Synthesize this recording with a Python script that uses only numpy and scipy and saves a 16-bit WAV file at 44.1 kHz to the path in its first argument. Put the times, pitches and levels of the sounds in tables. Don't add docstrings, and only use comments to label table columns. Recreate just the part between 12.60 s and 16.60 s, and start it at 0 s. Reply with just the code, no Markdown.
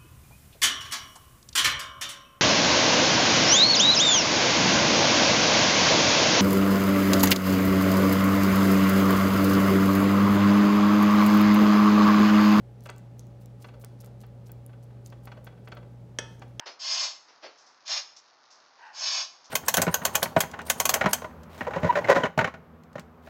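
import sys
import numpy as np
from scipy import signal
from scipy.fft import rfft, irfft
from scipy.io import wavfile

SR = 44100
rng = np.random.default_rng(int(sys.argv[2]) if len(sys.argv) > 2 else 0)


def master_out(mix):
    frames = np.transpose(np.atleast_2d(mix))
    ceiling = np.clip(frames, -1, 1)
    pcm = np.round(ceiling * 32767).astype(np.int16)
    wavfile.write(sys.argv[1], SR, pcm)


N = 176400
T = np.arange(N) / SR
AGE = T[:SR * 3 // 5]

# centre_s, half_length_s, level_db
PATS = [(0.252, .014, -61), (0.388, 0.0078, -70), (0.597, 0.0085, -63), (0.822, 0.0091, -65),
        (1.024, 0.012, -60.5), (1.075, 0.0087, -69), (1.218, 0.0088, -58.5), (1.413, 0.0089, -58.5),
        (1.459, 0.0084, -59.5), (1.614, 0.0099, -63.5), (1.873, 0.01, -64), (2.237, 0.0053, -61),
        (2.466, 0.0094, -59.5), (2.654, .011, -64.5), (2.856, 0.0085, -63), (3.057, 0.0062, -68)]
# centre_s, half_length_s, level_db
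LATE_PATS = [(3.744, .03, -79), (3.891, 0.009, -74.5)]
# pitch_hz, gain_db
GRAIN_COLOUR = [(3000, -11), (4500, -2.5), (7000, -8.5), (10000, -8.5), (15000, -10)]
# start_s, ring_db, pitch_hz, tick_db
SNAPS = [(.2074, -47.5, 6800, -55), (.2379, -47, 14500, -51), (.26, -46, 7940, -45),
         (.2715, -48, 7500, -53), (.3012, -36.5, 7850, -57), (.363, -53, 6950, -52),
         (.382, -46.5, 7940, -48), (.5945, -36, 6800, -56), (.669, -55, 7000, -52),
         (.859, -49, 7140, -42.5), (1.025, -54, 9000, -41.5), (1.1985, -53, 15800, -57),
         (1.247, -37.5, 8000, -35.5), (1.4087, -55, 7740, -38), (1.4456, -46, 12600, -58),
         (1.461, -48, 10000, -46), (1.6147, -49, 10700, -55), (1.6656, -51, 15500, -59),
         (1.918, -32, 16000, -45), (2.0637, -40.5, 10600, -42.5), (2.4618, -37, 5900, -54),
         (2.473, -57, 13000, -46), (2.502, -50, 6000, -48), (2.656, -48, 13300, -39.5),
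         (2.8454, -41, 15000, -52), (3.0575, -67, 9000, -62), (3.0874, -57, 14000, -51),
         (3.151, -52, 15000, -58), (3.796, -50.5, 7000, -61)]
# start_s, gain_db, start_pitch_hz
PLOPS = [(1.146, -43, 600), (2.776, -43, 710), (3.178, -43, 647)]

# start_s, ring_db, thud_db, cutoff_hz
KNOCKS = [(0.2567, -37.5, -45, 6000), (.289, -33, -43.5, 6640), (1.0425, -39, -45, 4930),
          (1.085, -45, -54, 5000), (1.137, -51.5, -49, 7040), (1.238, -46, -49.5, 4530),
          (1.436, -52.5, -50.5, 3970), (1.471, -57, -53, 4000), (1.634, -46, -58, 4000),
          (1.892, -52, -52, 3960), (2.092, -53.5, -54, 4000), (2.13, -50.5, -66, 4000),
          (2.303, -57, -55, 4000), (2.522, -44.5, -47, 4000), (2.671, -39.5, -47, 4500),
          (2.716, -38.5, -46.5, 4440), (2.77, -48.5, -49.5, 5500), (2.8676, -40, -52, 4460),
          (2.923, -57.5, -56, 4000), (2.974, -56.5, -53, 4000), (3.073, -40, -50, 4600),
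          (3.118, -35.5, -46.5, 5500), (3.168, -41, -47, 4330), (3.225, -51, -60, 3900),
          (3.818, -38.5, -46.5, 5140)]
# pitch_hz, gain_db, t60_s
PLATE_MODES = [(681, -15.5, 0.047), (764, -10, 0.082), (941, -13, 0.068), (1159, -8.5, 0.061),
               (1334, -3.5, 0.021), (1511, -7.5, 0.054), (1565, -13, 0.047), (2012, -19, 0.086),
               (2307, -13, 0.051), (2602, -15.5, 0.045), (2712, -14, 0.037), (3070, -17.5, 0.028),
               (3376, -12, 0.046), (3790, -13.5, 0.024), (4230, -12.5, 0.029), (4540, -14, 0.029)]
# frequency_hz, gain_db
CLACK_COLOUR = [(300, 0.5), (900, 3.5), (1500, 5), (1800, 7), (3300, 2), (3900, -22), (4600, -4),
                (7000, -5), (10000, -27), (16000, -40)]
# frequency_hz, gain_db
THUD_COLOUR = [(150, -35), (300, 2), (500, 13), (700, 6.5), (1100, -3), (3000, -32)]

# start_s, gain_db
CLINKS = [(3.5871, -24.5), (3.9957, -29)]
# pitch_hz, gain_db, t60_s
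CRACK_MODES = [(1760, -5.5, 0.05), (2150, -6, 0.021), (2700, -3, 0.0061), (3230, 5.5, 0.013),
               (4830, -11, 0.0051), (5500, -1.5, 0.011), (5780, 1, 0.022), (6480, -4.5, 0.024),
               (7560, -14.5, 0.029), (7980, -15.5, 0.042), (9460, -19, 0.027)]
# pitch_hz, gain_db, t60_s
POT_RING_MODES = [(905, -28, .6), (1305, -27, .4), (1450, -24, .28), (1494, -29, .35), (1662, -24, .33),
                  (1714, -23, .25), (2548, -22, .28), (3146, -25, .36), (3221, -28, .31), (3392, -25, .35),
                  (3451, -29, .36), (5623, -27, .27), (5752, -27, .28), (5850, -28, .28), (6239, -36, .28),
                  (6562, -37, .25), (7989, -43, .2)]
# pitch_hz, gain_db, t60_s
POT_BODY_MODES = [(354, -28, 0.055), (450, -9, 0.034), (600, -5.5, 0.027), (810, -17, 0.0098),
                  (1290, -42, .025)]
# frequency_hz, gain_db
SHIMMER_COLOUR = [(400, 0.5), (1050, -0.5), (1700, 4.5), (2250, -23), (3250, -0.5), (3900, -10),
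                  (5000, -2.5), (5800, -3), (6500, -3), (7000, -21), (8000, -10), (11000, -26.5),
                  (16000, -42)]

# frequency_hz, gain_db
ROOM_COLOUR = [(200, 6), (1500, -2.5), (4000, -2.5), (7000, -12.5), (15000, -23)]
# pitch_hz, level_db, waver_depth
HUM_TONES = [(57.8, -61.5, 0), (119.8, -46.5, 0.09), (174, -69, 1), (230.2, -82.5, 1), (568.7, -67, 0),
             (823.5, -71.5, 0.12), (1240, -86, 0)]
# rate_hz, gain_db
WAVER_RATES = [(1, 3.5), (4, -1), (12, -10), (40, -83)]
# frequency_hz, gain_db
AIR_COLOUR = [(20, -47), (38, -18), (55, 1), (80, 2), (135, 1.5), (195, 5.5), (280, -3.5), (520, -5),
              (800, -13.5), (1100, -19.5), (2000, -26), (4000, -32), (8000, -38.5), (15500, -45.5)]


def rice_crackle(grains_per_s=2600, spread_db=4.5, settling_db=-87):
    swell = np.full(N, from_db(settling_db))
    for centre_s, half_length_s, level_db in PATS + LATE_PATS:
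        swell += from_db(level_db) * np.exp(-.5 * ((T - centre_s) / half_length_s) ** 2)
    sizes = from_db(spread_db * np.minimum(rng.exponential(1, N), 4))
    signs = rng.choice([-1, 1], N)
    clicks = sizes * signs * (rng.random(N) < grains_per_s / SR)
    pitches = np.linspace(GRAIN_COLOUR[0][0], GRAIN_COLOUR[-1][0], 10)
    band = rng.integers(0, len(pitches), N)
    grains = sum(at_hz(GRAIN_COLOUR, hz) * resonate(clicks * (band == k), hz, width_hz=2200)
                 for k, hz in enumerate(pitches))
    return swell * rms_one(grains)


def rice_snaps(echo_db=-2):
    out, click = np.zeros(N), signal.unit_impulse(512)
    tick = resonate(click, hz=14000, width_hz=9700)
    for start_s, ring_db, pitch_hz, tick_db in SNAPS:
        ring = resonate(click, pitch_hz, width_hz=2000)
        snap = from_db(ring_db) * ring / abs(ring).max() + from_db(tick_db) * tick / abs(tick).max()
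        add(out, start_s, snap)
        for delay_s in rng.uniform(.0001, .00058, size=2):
            add(out, start_s + delay_s, from_db(echo_db) * snap)
    return out


def rice_plops(fall_per_s=17):
    out = np.zeros(N)
    for start_s, gain_db, start_pitch_hz in PLOPS:
        pitch_hz = start_pitch_hz / (1 + fall_per_s * AGE)
        tone = np.sin(2 * np.pi * np.cumsum(pitch_hz) / SR)
        add(out, start_s, from_db(gain_db) * envelope(rise_s=.0057, t60_s=.09) * tone)
    return out


def plate_knocks(rise_s=.0011, clack_db=-8.5, contact_spread_s=.006, mode_spread_db=2.5):
    out = np.zeros(N)
    for start_s, ring_db, thud_db, cutoff_hz in KNOCKS:
        knock = from_db(clack_db) * envelope(rise_s, t60_s=.075) * noise(CLACK_COLOUR, len(AGE))
        for pitch_hz, gain_db, t60_s in PLATE_MODES:
            delay_s = contact_spread_s * rng.random()
            mode_db = gain_db + mode_spread_db * rng.normal()
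            add(knock, delay_s, struck([(pitch_hz, mode_db, t60_s)], rise_s))
        lowpass = signal.butter(2, cutoff_hz, fs=SR, output="sos")
        knock = signal.sosfilt(lowpass, knock + 1e-18)
        thud = envelope(rise_s=.002, t60_s=.11) * noise(THUD_COLOUR, len(AGE))
        add(out, start_s, from_db(ring_db) * knock + from_db(thud_db) * thud)
    return out


def pot_clinks(rise_s=.00017, body_delay_s=.00232):
    out = np.zeros(N)
    tone = struck(CRACK_MODES, rise_s) + struck(POT_RING_MODES, rise_s)
    body = struck(POT_BODY_MODES, rise_s)
    shimmer_fade = from_db(-28.5) * envelope(rise_s, t60_s=.68)
    scuff_fade = from_db(-3.5) * envelope(rise_s, t60_s=.033)
    for start_s, gain_db in CLINKS:
        sizzle = (shimmer_fade + scuff_fade) * noise(SHIMMER_COLOUR, len(AGE))
        add(out, start_s, from_db(gain_db) * (tone + sizzle))
        add(out, start_s + body_delay_s, from_db(gain_db) * body)
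    return out


def kitchen_reverb(send, return_db=-5):
    tail = noise(ROOM_COLOUR, len(AGE)) * envelope(rise_s=.0032, t60_s=.43)
    colour = at_hz(ROOM_COLOUR, np.fft.rfftfreq(len(AGE), 1 / SR))
    gain = from_db(return_db) * np.sqrt(np.mean(colour ** 2))
    return gain * signal.fftconvolve(send, tail / np.linalg.norm(tail))[:N]


def appliance_hum(air_db=-53.5):
    out = from_db(air_db) * noise(AIR_COLOUR, N)
    for pitch_hz, level_db, waver_depth in HUM_TONES:
        waver = 1 + waver_depth * noise(WAVER_RATES, N)
        tone = np.sqrt(2) * np.sin(2 * np.pi * (pitch_hz * T + rng.random()))
        out += from_db(level_db) * waver * tone
    return out


def from_db(db):
    return 10 ** (np.asarray(db) / 20)


def rms_one(x):
    return x / np.sqrt(np.mean(x ** 2) + 1e-20)


def at_hz(colour, hz):
    points_hz, points_db = np.transpose(colour)
    return from_db(np.interp(np.log(hz + 1e-9), np.log(points_hz), points_db))


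def noise(colour, size):
    gains = at_hz(colour, np.fft.rfftfreq(size, 1 / SR))
    return rms_one(irfft(rfft(rng.standard_normal(size)) * gains, size))


def envelope(rise_s, t60_s):
    return (1 - np.exp(-AGE / rise_s)) * np.exp(-np.log(1000) * AGE / t60_s)


def resonate(x, hz, width_hz):
    radius = np.exp(-np.pi * width_hz / SR)
    feedforward = np.array([1, 0, -1]) * (1 - radius ** 2) / 2
    feedback = [1, -2 * radius * np.cos(2 * np.pi * hz / SR), radius ** 2]
    return signal.lfilter(feedforward, feedback, x + 1e-18)


def struck(modes, rise_s):
    return sum((-1) ** k * from_db(db) * np.sin(2 * np.pi * hz * AGE) * envelope(rise_s, t60_s)
               for k, (hz, db, t60_s) in enumerate(modes))


def add(out, start_s, sound):
    i = int(np.clip(start_s * SR, 0, len(out)))
    out[i:i + len(sound)] += sound[:len(out) - i]


def scene():
    rice = rice_crackle() + rice_snaps() + rice_plops()
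    knocks, clinks = plate_knocks(), pot_clinks()
    room = kitchen_reverb(from_db(3) * rice + from_db(-2) * knocks + from_db(-4) * clinks)
    return (rice + knocks + clinks + room + appliance_hum())[None]


def record(dry):
    return signal.sosfilt(signal.ellip(10, .2, 70, 15800, fs=SR, output="sos"), dry)


dry = scene()
out = record(dry)
master_out(out)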